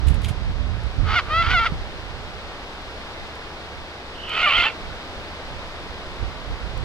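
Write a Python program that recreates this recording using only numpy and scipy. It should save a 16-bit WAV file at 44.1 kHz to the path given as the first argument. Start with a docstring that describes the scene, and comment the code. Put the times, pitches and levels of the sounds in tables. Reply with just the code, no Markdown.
"""A gorge, in front of a cliff: a macaw close by gives two harsh squawks that swell, hold and break off.
The membranes of its syrinx make a chaotic rasp that locks now and then into a louder clear tone or a
subharmonic rattle, shaped by the throat and open beak. Wind buffets mostly the right side of the mic,
a few dry scuffs sound nearby, and air and foliage rush steadily behind, over a faint low drone."""
import sys
import numpy as np
from scipy import signal
from scipy.fft import rfft, irfft, next_fast_len
from scipy.io import wavfile
from scipy.ndimage import uniform_filter1d, map_coordinates

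SR = 44100
rng = np.random.default_rng(int(sys.argv[2]) if len(sys.argv) > 2 else 0)


def generate_wav(sig):
    """Save sig (samples, or channels by samples) to the path in sys.argv[1] as 16-bit PCM at SR."""
    pcm = np.round(np.clip(np.atleast_2d(sig).T, -1, 1) * 32767).astype(np.int16)
    wavfile.write(sys.argv[1], SR, pcm)


N = 301644


def amp(db):
    """Decibels to gain."""
    return 10 ** (np.asarray(db) / 20)


def unit(x):
    """Scale to rms 1."""
    return x / np.sqrt(np.mean(x ** 2) + 1e-20)


def steady(x):
    """Hold the short-term rms at 1."""
    return x / np.sqrt(np.abs(uniform_filter1d(x * x, size=700)) + 1e-6)


def along(points, hz):
    """Read (freq_hz, value) points at hz, on a log frequency axis."""
    freqs, values = np.transpose(points)
    return np.interp(np.log(hz + 1), np.log(freqs + 1), values)


def curves(rows):
    """Automation: one value per sample for each column after the time."""
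    times, *columns = np.transpose(rows)
    return [np.interp(np.arange(N) / SR, np.sort(times), column) for column in columns]


def during(start, length, edge_s):
    """A gate open for length seconds from start, with soft edges."""
    t = np.arange(N) / SR
    return np.clip(.5 + np.minimum(t - start, start + length - t) / edge_s, 0, 1)


def wobble(rate):
    """A smooth random curve, rate knots a second."""
    return map_coordinates(rng.standard_normal(int(N * rate / SR) + 4), [np.arange(N) * rate / SR])


def filtered(x, response):
    """Multiply the spectrum of x by response(hz)."""
    size = next_fast_len(N + SR // 4)
    return irfft(rfft(x, size) * response(np.fft.rfftfreq(size, 1 / SR)), size)[..., :N]


def coloured(x, points):
    """EQ x with a (freq_hz, gain_db) curve."""
    return filtered(x, lambda hz: amp(along(points, hz)))


def split(x, edge_hz):
    """Crossover: the parts of x below and above an edge."""
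    low = filtered(x, lambda hz: 1 / (1 + (hz / edge_hz) ** 20))
    return low, x - low


def sides(db):
    """Left and right gains for a left-minus-right level difference."""
    return amp(np.array([db, -db]) / 2)


def from_left(x, lead_s):
    """The left channel hears x lead_s before the right one."""
    return filtered(x, lambda hz: np.exp(1j * np.pi * hz * lead_s * np.array([[1], [-1]])))


def gorge():
    """A far, even rush of air and foliage, narrow in the bass and wide in the treble."""
    # strength of the rush: time_s, level_db
    strength = [(0, -36), (.6, -37.5), (1.4, -35), (2.1, -36), (3.2, -35), (4, -36.5), (4.6, -34.5),
                (6.84, -35.5)]
    # likeness of left and right: freq_hz, correlation
    likeness = [(60, 0.77), (130, 0.87), (380, 0.94), (700, 0.84), (1300, 0.69), (2400, 0.66), (4400, 0.37),
                (8000, 0.21), (15000, .2)]
    # spectrum of the rush: freq_hz, gain_db
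    colour = [(15, 9), (28, 10.5), (50, 3), (75, 2), (130, -0.5), (250, -0.5), (480, 2), (1100, -0.5),
              (2100, -4.5), (3600, -7.5), (5000, -12.5), (6500, -23.5), (8500, -27.5), (11500, -37.5),
              (15500, -42)]
    # lean of each band: freq_hz, left_minus_right_db
    balance = [(30, 1.5), (1200, 0.5), (2100, -5), (2900, 1.5), (3700, 6), (4700, 3), (6000, 3), (9000, -1),
               (15000, 1)]

    def mid_side_gains(hz):
        width = np.arccos(np.clip(along(likeness, hz), -1, 1)) / 2
        return amp(along(colour, hz)) * [np.cos(width), np.sin(width)]
    rush_db, = curves(strength)
    mid, side = filtered(rng.standard_normal((2, N)), mid_side_gains)
    stereo = filtered(np.array([mid + side, mid - side]), lambda hz: sides(along(balance, hz)))
    low, high = split(unit(stereo), edge_hz=1654)
    rush = amp(rush_db + 0.073 * wobble(2.8)) * low
    foliage = amp(rush_db + 0.5 + 0.11 * wobble(3.2)) * from_left(high, lead_s=0.00017)
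    return rush + foliage


def hum():
    """A faint low drone that wavers a little."""
    level_db = -49.5 + 1.3 * wobble(3)
    pitch_hz = 75.6 + wobble(2.7)
    return amp(level_db) * unit(np.sin(2 * np.pi * np.cumsum(pitch_hz) / SR))


def wind():
    """Breeze and gusts make lumpy low pressure noise, unrelated left and right; single eddies thump."""
    # breeze on the exposed right side: time_s, level_db
    breeze = [(0, -18.5), (.78, -21), (.9, -27.5), (1.65, -27.5), (2.2, -33), (2.75, -46), (4.4, -50),
              (6, -37.5), (6.84, -23.5)]
    # gusts: centre_s, half_width_s, level_db, left_minus_right_db
    gusts = [(0.137, 0.1, -14, -29), (0.496, .05, -23, -4), (1.056, 0.14, -16, -19), (1.347, 0.076, -26, 5),
             (1.476, 0.15, -19, -24), (1.746, .08, -24.5, 11), (2.14, 0.092, -32, -9), (3.22, .06, -34, 1),
             (3.78, 0.07, -36, -12), (4.591, 0.055, -29, -17), (4.89, 0.1, -31.5, -23),
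             (5.194, 0.046, -34, -16), (5.527, 0.086, -33, -14), (6.232, .06, -23.5, -9),
             (6.524, 0.031, -26, 3), (6.788, .07, -27, -19)]
    # spectrum of the buffeting: freq_hz, gain_db
    buffet = [(8, -44), (16, -10), (48, 4), (72, 1), (120, -7.5), (200, -16), (370, -29.5), (650, -45.5),
              (1100, -91.5)]
    # eddies that hit the right side: start_s, level_db, pitch_hz
    thumps = [(0.106, -12, 125), (.305, -9.5, 111), (1.031, -7.5, 95), (1.473, -11.5, 78), (1.72, -14, 154),
              (6.225, -11.5, 68.5), (6.771, -24, 112)]
    t = np.arange(N) / SR
    breeze_db, = curves(breeze)
    sheltered_db = -38 + 0.53 * (breeze_db - breeze_db.max())
    power = amp(np.array([sheltered_db, breeze_db])) ** 2
    for centre, half_width, db, pan_db in gusts:
        pan = sides(np.array([pan_db]))
        envelope = np.exp(-2 * ((t - centre) / half_width) ** 2)
        power += (amp(db) * pan / np.linalg.norm(pan) * envelope) ** 2
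    lumps = amp(1.65 * np.array([wobble(18), wobble(22)]))
    out = np.sqrt(power) * unit(lumps * coloured(rng.standard_normal((2, N)), buffet))
    for start, db, hz in thumps:
        cycles = np.maximum(t - start, 0) * hz
        out[1] += amp(db) * np.sin(2 * np.pi * cycles) * 2 * cycles * np.exp(1 - 2 * cycles)
    return out


def scuffs():
    """Short dry scrapes close by, a little to the right; the heavier ones have more body."""
    # scuffs and ticks: start_s, level_db, body_db, rise_s, t60_s
    scrapes = [(0.07, -36, 0, .0005, 0.055), (0.082, -23.5, -16, 0.0025, 0.035),
               (0.095, -40, -1, 0.0025, 0.17), (.141, -37.5, -5, 0.0018, .07),
               (.2175, -38, -5, .0005, 0.04), (0.227, -37.5, 2, 0.013, 0.27),
               (0.245, -28, 6, 0.00083, 0.027), (.257, -30.5, 4, .001, 0.02), (.282, -27, 0, 0.0074, 0.083),
               (0.833, -43.5, -8, .001, .02), (3.353, -40, -4, .0005, 0.015),
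               (4.294, -30, -8, 0.00044, 0.012), (6.776, -39, -4, .0005, 0.025)]
    # spectrum of the grit: freq_hz, gain_db
    colour = [(800, -21), (2200, 2), (3300, 6), (5000, -6), (7000, -2), (10000, -2), (13000, -12),
              (16000, -20.5)]
    out, t = np.zeros((2, N + SR)), np.arange(SR // 8) / SR
    body_lowpass = signal.butter(2, 4200, fs=SR, output="sos")
    for start, db, body_db, rise, t60 in scrapes:
        grit = rng.standard_normal((2, len(t))) + rng.standard_normal(len(t))
        grit += amp(body_db) * signal.sosfilt(body_lowpass, 2 * rng.standard_normal(len(t)))
        envelope = amp(db - 2.5 - 60 * t / t60) * (1 - np.exp(-t / rise))
        out[:, round(start * SR):][:, :len(t)] += envelope * grit
    return sides(np.array([-3.5])) * coloured(out[:, :N], colour)


def swell(start, attack, length, depth_db, bend, release_db_per_s):
    """Envelope in dB below its top: out of silence, depth_db down at start, then a hold and fast fall."""
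    t = np.arange(N) / SR - start
    rise = depth_db * np.maximum(1 - t / attack, 0) ** bend
    fall = release_db_per_s * (np.maximum(t - length, 0) + np.maximum(-t, 0))
    return np.maximum(-rise - fall, -120)


def effort(syllables, low_depth_db, high_depth_db, release_db_per_s):
    """Gains of the voice's low and high band; each swells from its own depth."""
    low, high = np.zeros((2, N))
    bend = 2.28  # the attack flattens towards the top
    for start, attack, length, db, treble_db in syllables:
        low += amp(db + swell(start, attack, length, low_depth_db, bend, release_db_per_s))
        high += amp(db + treble_db + swell(start, attack, length, high_depth_db, bend, release_db_per_s))
    return low, high


def regime(rough, sub):
    """Roughness, subharmonic share and band trims: those of the rasp, except while the membranes lock."""
    # locks into tone or rattle: start_s, length_s, roughness, subharmonic_share, bass_db, treble_db
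    locks = [(1.156, 0.0394, 0.06, 0.04, -2.5, 0.5), (1.303, 0.1229, 0.02, 0, -1, -2),
             (1.499, .033, 0.45, 0.55, .3, 3.5), (1.537, .06, 0, 0.01, -1, 0),
             (1.599, 0.044, 0.05, 0.92, -2.5, -2.5), (1.658, 0.018, 0.04, 0.23, -2, 1),
             (4.431, .028, 0.05, 0.15, -1.5, 1.6), (4.459, .028, 0.05, 0.1, 2.5, -0.5),
             (4.574, 0.043, 0.42, 0.01, -1, 2.5), (4.656, .053, 0.24, 0.05, -3, 0)]
    rasp = np.array([rough, sub, 0, 0])
    flips = sum(np.outer(np.array(lock) - rasp, during(start, length, edge_s=0.012))
                for start, length, *lock in locks)
    state = rasp[:, None] + flips
    return *np.clip(state[:2], 0, 1), *state[2:]


def pulses(phase, count=18):
    """One pulse a cycle; the membranes close gradually, so its equal harmonics spread over the cycle."""
    harmonics = (np.cos(2 * np.pi * (k * phase - k * k / count / 2)) for k in range(1, count + 1))
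    return sum(harmonics) * np.sqrt(2 / count)


def resonate(x, throat):
    """The throat as a causal filter with a (freq_hz, gain_db) curve: every pulse rings on."""
    def minimum_phase(hz):
        cepstrum = irfft(np.log(amp(along(throat, hz))))
        half = len(cepstrum) // 2
        return np.exp(rfft(cepstrum * np.r_[1, np.full(half - 1, 2), 1, np.zeros(half - 1)]))
    return filtered(x, minimum_phase)


def squawk(pitches, throat, gains, state, jitter, chaos_jitter, throb_hz, flutter_db,
           low_loss_db, high_loss_db, rattle_loss_db):
    """Membranes lock, slip to two thirds of the pitch or break into chaos, and sound through the throat."""
    pitch_hz, = curves(np.vstack(pitches))
    low_gain, high_gain = gains
    rough, sub, low_db, high_db = state
    voiced = low_gain > 1e-4
    # the cycles grow uneven as the voice roughens
    detune = (jitter + chaos_jitter * rough) * (0.686 * wobble(450) + .5 * wobble(110))
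    phase = np.cumsum(pitch_hz * (1 + detune))[voiced] / SR
    # the slower vibration is lopsided, so its odd harmonics are the stronger
    slow_phase = phase * 2 / 3
    rattle = pulses(slow_phase, count=27) - 0.12 * pulses(slow_phase + .5, count=27)
    tone = np.sqrt(1 - sub[voiced]) * pulses(phase) + np.sqrt(sub[voiced]) * rattle
    # turbulent air, brighter than the tone: freq_hz, gain_db
    rasp_colour = [(1400, 0.5), (2400, -1), (3200, 4), (4000, 3), (4650, 8.5), (5600, 7), (8000, 3.5),
                   (12000, 2)]
    puffs = 1 + 0.57 * np.cos(2 * np.pi * phase)  # the air escapes once a cycle
    rasp = coloured(rng.standard_normal(N), rasp_colour)[voiced] * puffs
    source = np.zeros(N)
    source[voiced] = np.sqrt(1 - rough[voiced]) * tone + 1.23 * np.sqrt(rough[voiced]) * rasp
    low, high = split(resonate(source, throat), edge_hz=1740)
    # a rough voice comes in quick, uneven throbs
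    throb = np.sin(2 * np.pi * np.cumsum(throb_hz * (1 + 0.433 * wobble(120))) / SR)
    flutter = amp(flutter_db * np.sqrt(rough + sub / 4 + 0.024) * throb)
    # chaos wastes effort, and the rattle is duller than the clear tone
    low_gain = low_gain * amp(low_db - low_loss_db * rough)
    high_gain = high_gain * amp(high_db - high_loss_db * rough - rattle_loss_db * sub)
    return flutter * (low_gain * steady(low) + high_gain * steady(high))


def first_squawk():
    """Two syllables of rasp that lock into clear tone and rattle."""
    # pitch of the syrinx, one curve per syllable: time_s, pitch_hz
    pitches = [
        [(1.05, 630), (1.125, 642.5), (1.167, 732.6), (1.186, 674.8), (1.2, 545)],
        [(1.28, 577), (1.35, 651.4), (1.40, 679), (1.45, 658.3), (1.515, 732.6), (1.545, 736.6), (1.58, 668),
         (1.6, 692), (1.635, 676.6), (1.658, 725.4), (1.685, 580)],
    ]
    # resonances of the throat and open beak: freq_hz, gain_db
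    throat = [(350, -24.5), (650, -17), (950, -9.5), (1350, 0.5), (1720, -10.5), (2150, -4), (2600, -11.5),
              (3200, -11), (3850, -18.5), (4550, -20.5), (5400, -32), (6500, -37), (7300, -43.5),
              (11000, -50), (15000, -66)]
    # pushes of effort: start_s, attack_s, length_s, level_db, treble_over_bass_db
    syllables = [(1.045, 0.097, 0.152, -16.5, -4), (1.26, 0.15, 0.4105, -17.5, -4.5)]
    gains = effort(syllables, low_depth_db=16.5, high_depth_db=23.5, release_db_per_s=751)
    return squawk(pitches, throat, gains, regime(rough=0.65, sub=0.95),
                  jitter=0.0078, chaos_jitter=0.03, throb_hz=60.4, flutter_db=2.0,
                  low_loss_db=12.5, high_loss_db=6.5, rattle_loss_db=4)


def cliff(x):
    """Rock and bushes scatter a short tail; the mids die first and the top lingers."""
    # decay of the scatter: freq_hz, t60_s
    decay = [(300, 0.12), (2000, 0.043), (10000, 0.5)]
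    hz, t, noise = signal.stft(rng.standard_normal((2, SR // 2)), SR, nperseg=256)
    _, tail = signal.istft(noise * amp(-60 * t / along(decay, hz)[:, None]), SR, nperseg=256)
    return signal.fftconvolve(x, tail / np.linalg.norm(tail[0]), axes=1)[:, :N]


def wheeze():
    """An unsteady whistle near 3 kHz leads into the second squawk and rides on its rasp."""
    # path of the whistle: time_s, pitch_hz
    pitches = [(4.24, 2960), (4.37, 3120), (4.43, 2670), (4.48, 2930), (4.51, 2780), (4.57, 3260),
               (4.6, 2777), (4.652, 3270), (4.68, 2684)]
    pitch_hz, = curves(pitches)
    phase = np.cumsum(pitch_hz + 166.6 * wobble(700)) / SR
    whistle = np.sin(2 * np.pi * phase) * amp(3.1 * wobble(220))
    swell_db = swell(start=4.155, attack=0.38, length=.52, depth_db=24, bend=1.57, release_db_per_s=650)
    return amp(-23.5 + swell_db) * unit(whistle)


def second_squawk():
    """One brighter syllable of rasp and tone, with little rattle."""
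    # pitch of the syrinx: time_s, pitch_hz
    pitches = [
        [(4.42, 635), (4.435, 710), (4.456, 718.6), (4.467, 599), (4.488, 581.5), (4.51, 534.4), (4.585, 718),
         (4.625, 684), (4.67, 916.4), (4.69, 872), (4.711, 674)],
    ]
    # resonances of the throat and open beak: freq_hz, gain_db
    throat = [(350, -25), (600, -6), (950, 0), (1400, 8), (1650, -7), (2150, 2.5), (2650, 2), (3300, -7),
              (3900, -16), (4200, -14), (4650, -21), (5400, -34), (7700, -36), (9000, -50), (15000, -61)]
    # push of effort: start_s, attack_s, length_s, level_db, treble_over_bass_db
    syllables = [(4.29, 0.19, 0.3786, -20, 0.84)]
    gains = effort(syllables, low_depth_db=15, high_depth_db=14, release_db_per_s=406)
    return squawk(pitches, throat, gains, regime(rough=0.61, sub=0.13),
                  jitter=0.00884, chaos_jitter=0.03687, throb_hz=66, flutter_db=3.4,
                  low_loss_db=8.5, high_loss_db=4.5, rattle_loss_db=3.5)


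def scene():
    """The macaw in front of the cliff, with the air around it."""
    # lean of each band of the voice: freq_hz, left_minus_right_db
    balance = [(600, -0.5), (1350, 1.5), (2300, -4), (3300, -4.5), (4500, 0), (8000, 0)]
    voice = first_squawk() + second_squawk() + wheeze()
    macaw = from_left(filtered(voice, lambda hz: sides(along(balance, hz))), lead_s=4e-5)
    echo = amp(-19) * cliff(macaw)
    return macaw + echo + wind() + scuffs() + gorge() + hum()


def record(dry):
    """A brick-wall low-pass takes off the very top."""
    return filtered(dry, lambda hz: hz < 15750)


dry = scene()
out = record(dry)
generate_wav(out)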